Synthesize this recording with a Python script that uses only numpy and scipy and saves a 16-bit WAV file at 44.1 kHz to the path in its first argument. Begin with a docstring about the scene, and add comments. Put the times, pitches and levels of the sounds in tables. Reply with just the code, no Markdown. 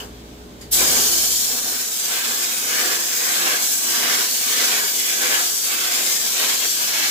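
"""An extractor fan hums in a steel blasting cabinet. A spit of air is already dying away as the sound begins,
its nozzle whistling; the gun spits once more, then opens at 0.7 s with a bright rush and stays open. Grit comes
up the hose and ticks on the steel. The air jet hisses on and roars each time it sweeps over a hand-held metal
part; the part rings and the box booms in its air modes. Once it is loud, the camera's gain control slowly turns
down, most of all in the bass."""
import sys
import numpy as np
from scipy import signal
from scipy.fft import rfft, irfft, next_fast_len
from scipy.io import wavfile
from scipy.ndimage import uniform_filter1d, map_coordinates

SR = 44100
rng = np.random.default_rng(int(sys.argv[2]) if len(sys.argv) > 2 else 0)


def log_audio(samples):
    """Write samples as a 16-bit WAV file to the path given in sys.argv[1]."""
    # one column per channel
    frames = np.atleast_2d(samples).T
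    # limit to full scale, then quantise
    limited = np.clip(frames, -1, 1)
    pcm = np.round(limited * 32767).astype(np.int16)
    wavfile.write(sys.argv[1], SR, pcm)


N = 313110
TIME_S = np.arange(N) / SR
TRIGGER_S, AIR_RISE_S, GRIT_RISE_S = 0.707, 0.03, 0.093  # grit takes longer to come up the hose
PEAK_LIMIT_SIGMA = 1.7  # caps the random peaks so the hiss does not whistle


def gun():
    """The jet hisses, strikes the part and stirs the air in the box; the grit feed flutters."""
    idle_hiss, idle_roar, idle_churn = seepage()
    roar, churn, ring = sweep()
    modes = standing_waves(width_hz=2.9, widening=0.004)
    feed_db = 0.42 * wobble(17) + 0.62 * wobble(60)
    return (jet_hiss(idle_hiss, feed_db, modes)
            + part_roar(roar + idle_roar, ring, feed_db, modes)
            + box_boom(churn + idle_churn, modes))


def jet_hiss(idle, feed_db, modes, lower_band_hz=5100, left_db=0.4):
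    """The free jet: turbulent air and ticking grit, varying as the gun is moved about."""
    # jet spectrum: (frequency [Hz], level [dB])
    spectrum = [(60, -56), (200, -17.5), (700, -24), (1700, -17), (2750, -12.5), (3300, -5.5), (4300, -4),
                (5500, -0.5), (6900, 1.25), (7800, 0), (8700, -4.5), (9800, -6.5), (11500, -3.5),
                (13500, -4.5), (15500, -4.5)]
    # hiss as the gun moves: (time [s], level [dB], extra in the lower band [dB])
    course = [(0.75, -15, 2), (0.92, -12.5, -1), (1.31, -12.5, 1), (1.65, -14.5, -1.0), (1.75, -12.5, -1.5),
              (1.86, -13.5, -0.5), (2.16, -12, -1.5), (2.23, -15.5, 0.5), (2.29, -12, 0.5),
              (2.59, -12.5, -1), (2.99, -10.5, -1), (3.11, -12.5, 2.0), (3.17, -9.5, -0.5),
              (3.58, -11, 1.5), (3.72, -8.0, -1.5), (3.79, -11, -1), (4.15, -10.5, 3), (4.34, -10.0, 0),
              (4.69, -10.5, 4.0), (4.94, -10.5, 0.5), (5.03, -11, 2.5), (5.35, -11.0, 1), (5.45, -10, 2.5),
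              (5.56, -11, -3.5), (5.64, -10.0, 0.5), (5.87, -12.0, 3), (6.13, -8.5, 1.5),
              (6.21, -11.5, 3.5), (6.44, -10.5, 2.5), (6.79, -11, 2.0), (7.1, -13, 4.5)]
    jet_db, lower_db = curves(course)
    strength = amp(jet_db) * opening(AIR_RISE_S) + idle
    air = in_box(spectrum, modes, modes_db=-7.5, ripple_db=1.64, ripple_hz=27.98, flicker_db=4.0)
    air = wall_echo(air, delay_s=0.000701, swing=0.2, share=0.28)
    lower = (amp(lower_db) - 1) * filtered(air, lambda hz: 1 / (1 + (hz / lower_band_hz) ** 10))
    ticks = amp(-12.5) * grit(spectrum, rate_hz=540, scatter_db=-1.5, decay_s=0.00016)
    hiss = strength * amp(feed_db) * (air + lower + ticks) + opening_rush(air)
    return hiss * amp([[left_db], [-left_db]])


def part_roar(roar, ring, feed_db, modes):
    """Air splashes off the part with a flickering colour; grit rasps on it and rings it."""
    # spectrum of the jet on the part: (frequency [Hz], level [dB])
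    spectrum = [(70, -50), (200, -22.5), (320, -12), (700, -9), (1000, -6.5), (1300, -4), (1550, -2),
                (1850, -2), (2250, -1.3), (3300, -1.9), (4300, -5), (5400, -6.5), (6500, -8.5), (7600, -15),
                (9500, -22), (11500, -13), (15500, -15)]
    splash = in_box(spectrum, modes, modes_db=2.5, ripple_db=2.25, ripple_hz=16, flicker_db=5.5)
    splash = flicker(splash, depth_db=1.4, bins=16, frames=7)
    rasp = amp(-14.0) * grit(spectrum, rate_hz=300, scatter_db=3.0, decay_s=0.00048)
    flutter = amp(feed_db + 0.92 * wobble(36))
    return flutter * (roar * (splash + rasp) + ring * part_ring())


def part_ring(pitch_hz=1666, width_hz=9, lead_rad=-2.16):
    """Grit keeps the part ringing on one note."""
    noise = rng.standard_normal(N)
    return unit(filtered(noise, lambda hz: left_lead(lead_rad) * resonance(hz, pitch_hz, width_hz)))


def box_boom(churn, modes):
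    """Churned air booms unevenly in the box's modes."""
    # churn spectrum: (frequency [Hz], level [dB])
    spectrum = [(25, -32), (90, -11), (150, -9.5), (230, -7), (450, -1.5), (750, -1), (1300, -4.5),
                (1700, -4), (2500, -40), (5000, -52)]
    strength = churn * amp(1.25 * wobble(24))
    return strength * in_box(spectrum, modes, modes_db=5.5, ripple_db=2.0, ripple_hz=8.1, flicker_db=2)


def sweep(edge_db=6, edge_exponent=1.13):
    """Roar, churn and ring amplitudes: they swell as the jet nears the part, hold, fade as it leaves."""
    # passes over the part: (square hit [s], hold [s], approach [s], retreat [s],
    # roar [dB], churn [dB], ring [dB])
    passes = [(0.808, 0.16, 0.065, 0.085, -25.5, -27, -40), (1.146, 0.12, 0.094, 0.05, -34.5, -33.5, -50),
              (1.52, 0.21, 0.055, 0.053, -29.5, -31, -45), (1.749, 0.005, 0.036, 0.12, -23.5, -31.5, -46),
              (2.136, 0.043, 0.068, 0.15, -16.5, -30, -33), (2.317, 0.15, 0.048, 0.217, -21, -39, -42),
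              (2.75, 0.18, 0.1, 0.092, -14.5, -26.5, -25), (3.198, 0.17, 0.08, 0.088, -22, -40, -42),
              (3.454, 0.058, 0.14, 0.087, -12.5, -24.5, -23), (4.038, 0.11, 0.13, 0.091, -13.5, -25.5, -26),
              (4.608, 0.03, 0.15, 0.089, -12.5, -33, -35), (4.728, 0.036, 0.041, 0.081, -12, -27, -23),
              (5.077, 0.014, 0.17, 0.08, -19, -37, -42), (5.249, 0.093, 0.055, 0.084, -13, -26, -20.5),
              (5.445, 0.027, 0.05, 0.037, -23, -36, -42), (5.717, 0.29, 0.054, 0.19, -16.5, -31, -35),
              (6.45, 0.044, 0.084, 0.05, -11.5, -27, -30), (6.627, 0.017, 0.033, 0.028, -17.5, -41, -39),
              (7, 0.067, 0.18, 0.15, -15, -34.5, -31)]
    roar_power, churn_power, ring_power = amp(-38) ** 2, amp(-47) ** 2, 0  # jet off the part
    for hit_s, hold_s, approach_s, retreat_s, roar_db, churn_db, ring_db in passes:
        off_part = np.maximum(hit_s - TIME_S, 0) / approach_s + since(hit_s + hold_s) / retreat_s
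        miss_db = edge_db * off_part ** edge_exponent
        roar_power += amp(roar_db - miss_db) ** 2
        churn_power += amp(churn_db - 0.65 * miss_db) ** 2
        ring_power += amp(ring_db - 0.88 * miss_db) ** 2
    return np.sqrt([roar_power, churn_power, ring_power]) * opening(GRIT_RISE_S)


def grit(spectrum, rate_hz, scatter_db, decay_s):
    """Single grains of uneven size tick against steel."""
    hits = (rng.random(N) < rate_hz / SR) * amp(scatter_db * np.minimum(rng.exponential(size=N), 4))
    envelope = signal.fftconvolve(hits, np.exp(-TIME_S[:SR // 100] / decay_s))[:N]
    return coloured(envelope * rng.standard_normal((2, N)), spectrum)


def opening_rush(air, rush_decay_s=0.025, ring_decay_s=0.11):
    """Pressure stored in the hose escapes in a short, bright rush that rings in the nozzle."""
    t = since(TRIGGER_S)
    bright = unit(filtered(air, lambda hz: np.abs(resonance(hz, centre_hz=11700, width_hz=3800)) ** 2))
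    rush = amp(-11.5) * np.exp(-t / rush_decay_s) * bright
    ring = amp(-25) * np.exp(-t / ring_decay_s) * nozzle_tone(diffuse(), pitch_hz=5140, width_hz=2500)
    return opening(AIR_RISE_S) * (rush + ring)


def nozzle_puffs(attack_s):
    """With the trigger barely open, each puff whistles briefly at the nozzle's resonances."""
    # whistles: (time [s], pitch [Hz], width [Hz], level [dB], t60 [s])
    puffs = [(0, 2960, 380, -30, 0.14), (.61, 4750, 700, -39, 0.2), (.61, 6960, 900, -41, 0.16),
             (.61, 10600, 600, -48, .22), (.61, 12800, 600, -56, .2)]
    out = np.zeros((2, N))
    for start_s, pitch_hz, width_hz, db, t60_s in puffs:
        tone = nozzle_tone(rng.standard_normal((2, N)), pitch_hz, width_hz)
        out += amp(db) * burst(start_s, attack_s, t60_s) * tone
    return out


def nozzle_tone(noise, pitch_hz, width_hz):
    """Air noise through one nozzle resonance, rms 1."""
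    return unit(filtered(noise, lambda hz: resonance(hz, pitch_hz, width_hz) ** 2))


def seepage():
    """Hiss, roar and churn amplitudes of the closed gun: a faint leak and brief spits."""
    # spits of air: (time [s], hiss [dB], roar [dB], churn [dB], rise [s], t60 [s])
    spits = [(0, -34.5, -37.5, -34, 0.0006, 0.34), (.607, -33.5, -36, -41, 0.016, 0.17)]
    strength = amp([[-53], [-52.5], [-65]])  # steady leak
    for start_s, hiss_db, roar_db, churn_db, rise_s, t60_s in spits:
        spit = amp([[hiss_db], [roar_db], [churn_db]]) * burst(start_s, rise_s, t60_s)
        strength = np.hypot(strength, spit)
    return strength


def standing_waves(width_hz, widening):
    """Stereo response of the box's modes; the higher ones are more damped."""
    # air modes: (frequency [Hz], relative level [dB], left lead [rad])
    modes = [(168, 4, 0.0), (186, 2, 0.0), (239, 10, -0.1), (253, 6, -0.1), (268, 7, -0.2), (301, 3, -0.5),
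             (348, 11, -0.8), (388, 2, -0.6), (415, 6, -0.5), (434, 3, -0.1), (485, 4, -0.8),
             (510, 3, -0.8), (615, -1, -0.9), (634, -1, -0.9), (675, 0, 1.9), (717, 6, 0.8), (750, 0, 1.2),
             (785, 1, 1.5), (840, 5, 3.0), (899, 1, 2.0), (947, 0, -2.6), (983, 0, -1.6), (1034, 2, 1.1),
             (1120, 1, -3.1), (1141, 2, 0.1), (1200, 2, 2.1), (1357, 2, 1.9), (1475, 2, -2.5),
             (1523, 1, -1.1), (1545, 0, -0.8), (1571, 1, 0.2), (2090, 0, -1.5), (2153, 0, -2.2),
             (2207, 1, -1.0), (2266, 2, 0.0), (2498, 0, 0.3), (2795, 0, -2.1), (2929, 0, -1.9),
             (3246, 0, 0.2), (4780, 1, -2.4), (5330, 2, 3.1), (5426, 4, 2.4), (7230, 1, 0.6),
             (7700, 2, -1.4), (11290, 3, 0.3)]
    grid_hz = np.arange(SR // 2)
    pair = sum(amp(db) * resonance(grid_hz, mode_hz, width_hz + widening * mode_hz) * left_lead(lead_rad)
               for mode_hz, db, lead_rad in modes)
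    return lambda hz: np.array([np.interp(hz, grid_hz, side) for side in pair])


def in_box(spectrum, modes, modes_db, ripple_db, ripple_hz, flicker_db):
    """Turbulence in the box, rms 1: strong single modes over a ripple of many overlapping ones."""
    knots = np.minimum(rng.standard_normal((2, SR // 4)), PEAK_LIMIT_SIGMA)

    def ripple(hz):
        return amp(ripple_db * np.array([np.interp(hz / ripple_hz, np.arange(len(k)), k) for k in knots]))

    overlapping = flicker(filtered(diffuse(), ripple), flicker_db, bins=2, frames=14)
    single = amp(modes_db) * filtered(rng.standard_normal(N), modes)
    return coloured(overlapping + single, spectrum)


def wall_echo(x, delay_s, swing, share):
    """The echo's path changes as the hand moves: a slowly shifting comb."""
    n = np.arange(N)
    echo = [np.interp(n - SR * delay_s * (1 + swing * wobble(2.5)), n, side) for side in x]
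    return unit(x + share * np.array(echo))


def flicker(x, depth_db, bins, frames):
    """Random narrow dips and low peaks come and go, giving the noise a swirling texture."""
    spectra = signal.stft(x, nperseg=1024)[2]
    field = uniform_filter1d(rng.standard_normal(spectra.shape), bins, axis=1)
    for _ in range(2):
        field = uniform_filter1d(field, frames, axis=2)
    gain = amp(depth_db * np.minimum(unit(field), PEAK_LIMIT_SIGMA))
    return unit(signal.istft(spectra * gain, nperseg=1024)[1][:, :N])


def extractor(jitter_s=0.00027):
    """The fan's slightly unsteady hum and the draught it pulls through the box."""
    # motor and housing tones: (frequency [Hz], level [dB])
    tones = [(59.3, -45), (118.6, -53), (213, -58.5), (242.2, -51), (301.5, -58), (376.8, -60), (401, -60),
             (419, -50.5), (468.3, -60), (592.2, -61)]
    # draught spectrum: (frequency [Hz], level [dB])
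    draught = [(20, -24), (40, -3), (80, -1.5), (135, -6.5), (210, 0), (270, -2), (340, -4), (430, -10),
               (600, -9.5), (1300, -18), (2500, -24.5), (3700, -19.5), (6200, -28.5), (7700, -27),
               (9000, -32), (15500, -37)]
    hum = np.zeros(N)
    for hz, db in tones:
        peak = np.sqrt(2) * amp(db + 2.0 * wobble(9))
        phase_rad = 2 * np.pi * hz * (TIME_S + jitter_s * wobble(4.48)) + rng.uniform(0, 2 * np.pi)
        hum += peak * np.sin(phase_rad)
    return hum + amp(-41.5) * coloured(diffuse(), draught)


def diffuse():
    """White stereo noise, left and right alike in the bass only."""
    # left-right likeness: (frequency [Hz], correlation [-1..1])
    likeness = [(60, 0.91), (250, 0.84), (480, 0.46), (750, -0.082), (1200, -0.42), (3300, 0.29),
                (5300, -0.41), (7000, 0.12), (15000, -0.096)]

    def mid_side(hz):
        angle_rad = np.arccos(np.clip(along(likeness, hz), -1, 1)) / 2
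        return np.array([np.cos(angle_rad), np.sin(angle_rad)])

    mid, side = filtered(rng.standard_normal((2, N)), mid_side)
    return np.array([mid + side, mid - side])


def opening(rise_s):
    """0 before the trigger is pulled, then smoothly up to 1."""
    return np.sin(np.pi / 2 * np.minimum(since(TRIGGER_S) / rise_s, 1)) ** 2


def burst(start_s, rise_s, t60_s):
    """Envelope with exponential rise and decay."""
    t = since(start_s)
    return (1 - np.exp(-t / rise_s)) * amp(-60 * t / t60_s)


def since(start_s):
    return np.maximum(TIME_S - start_s, 0)


def amp(db):
    return 10 ** (np.asarray(db) / 20)


def unit(x):
    return x / np.sqrt(np.mean(x ** 2) + 1e-20)


def left_lead(rad):
    return np.exp([[.5j * rad], [-.5j * rad]])


def along(points, hz):
    """Interpolate (frequency [Hz], value) points on a log axis."""
    knots_hz, values = np.transpose(points)
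    return np.interp(np.log(hz + 1), np.log(knots_hz + 1), values)


def curves(rows):
    """One value per sample for each column after the time."""
    knots_s, *columns = np.transpose(rows)
    return [np.interp(TIME_S, knots_s, column) for column in columns]


def wobble(rate_hz):
    """Smooth random curve, rate_hz knots a second."""
    return map_coordinates(rng.standard_normal(int(N * rate_hz / SR) + 4), [TIME_S * rate_hz])


def filtered(x, response):
    """x through a complex frequency response."""
    size = next_fast_len(N + SR // 2)
    return irfft(rfft(x, size) * response(np.fft.rfftfreq(size, 1 / SR)), size)[..., :N]


def coloured(x, spectrum):
    """x shaped by a spectrum table, rms 1."""
    return unit(filtered(x, lambda hz: amp(along(spectrum, hz))))


def resonance(hz, centre_hz, width_hz):
    """Response of one damped mode, 1 at its centre."""
    return 1j * hz * width_hz / (centre_hz ** 2 - hz ** 2 + 1j * hz * width_hz)


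def gain_control(x, threshold_db, glide_s, range_db, bass_db, bass_hz):
    """While the input is loud the gain glides down to the end of its range; the bass is cut further."""
    power = np.abs(uniform_filter1d(np.mean(x ** 2, axis=0), SR // 50))
    loud_s = np.cumsum(power > amp(threshold_db) ** 2) / SR
    turned = np.minimum(loud_s / glide_s, 1)
    bass = filtered(x, lambda hz: 1 / (1 + (hz / bass_hz) ** 4))
    return amp(-range_db * turned) * (x - bass + amp(-bass_db * turned ** 2) * bass)


def scene():
    """The gun and its whistling puffs over the fan."""
    return gun() + nozzle_puffs(attack_s=0.0027) + extractor()


def record(dry):
    """The camera rides its gain and keeps nothing above its band limit."""
    ridden = gain_control(dry, threshold_db=-31, glide_s=1.19, range_db=9, bass_db=10.5, bass_hz=145)
    return filtered(ridden, lambda hz: hz < 15560)


dry = scene()
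out = record(dry)
log_audio(out)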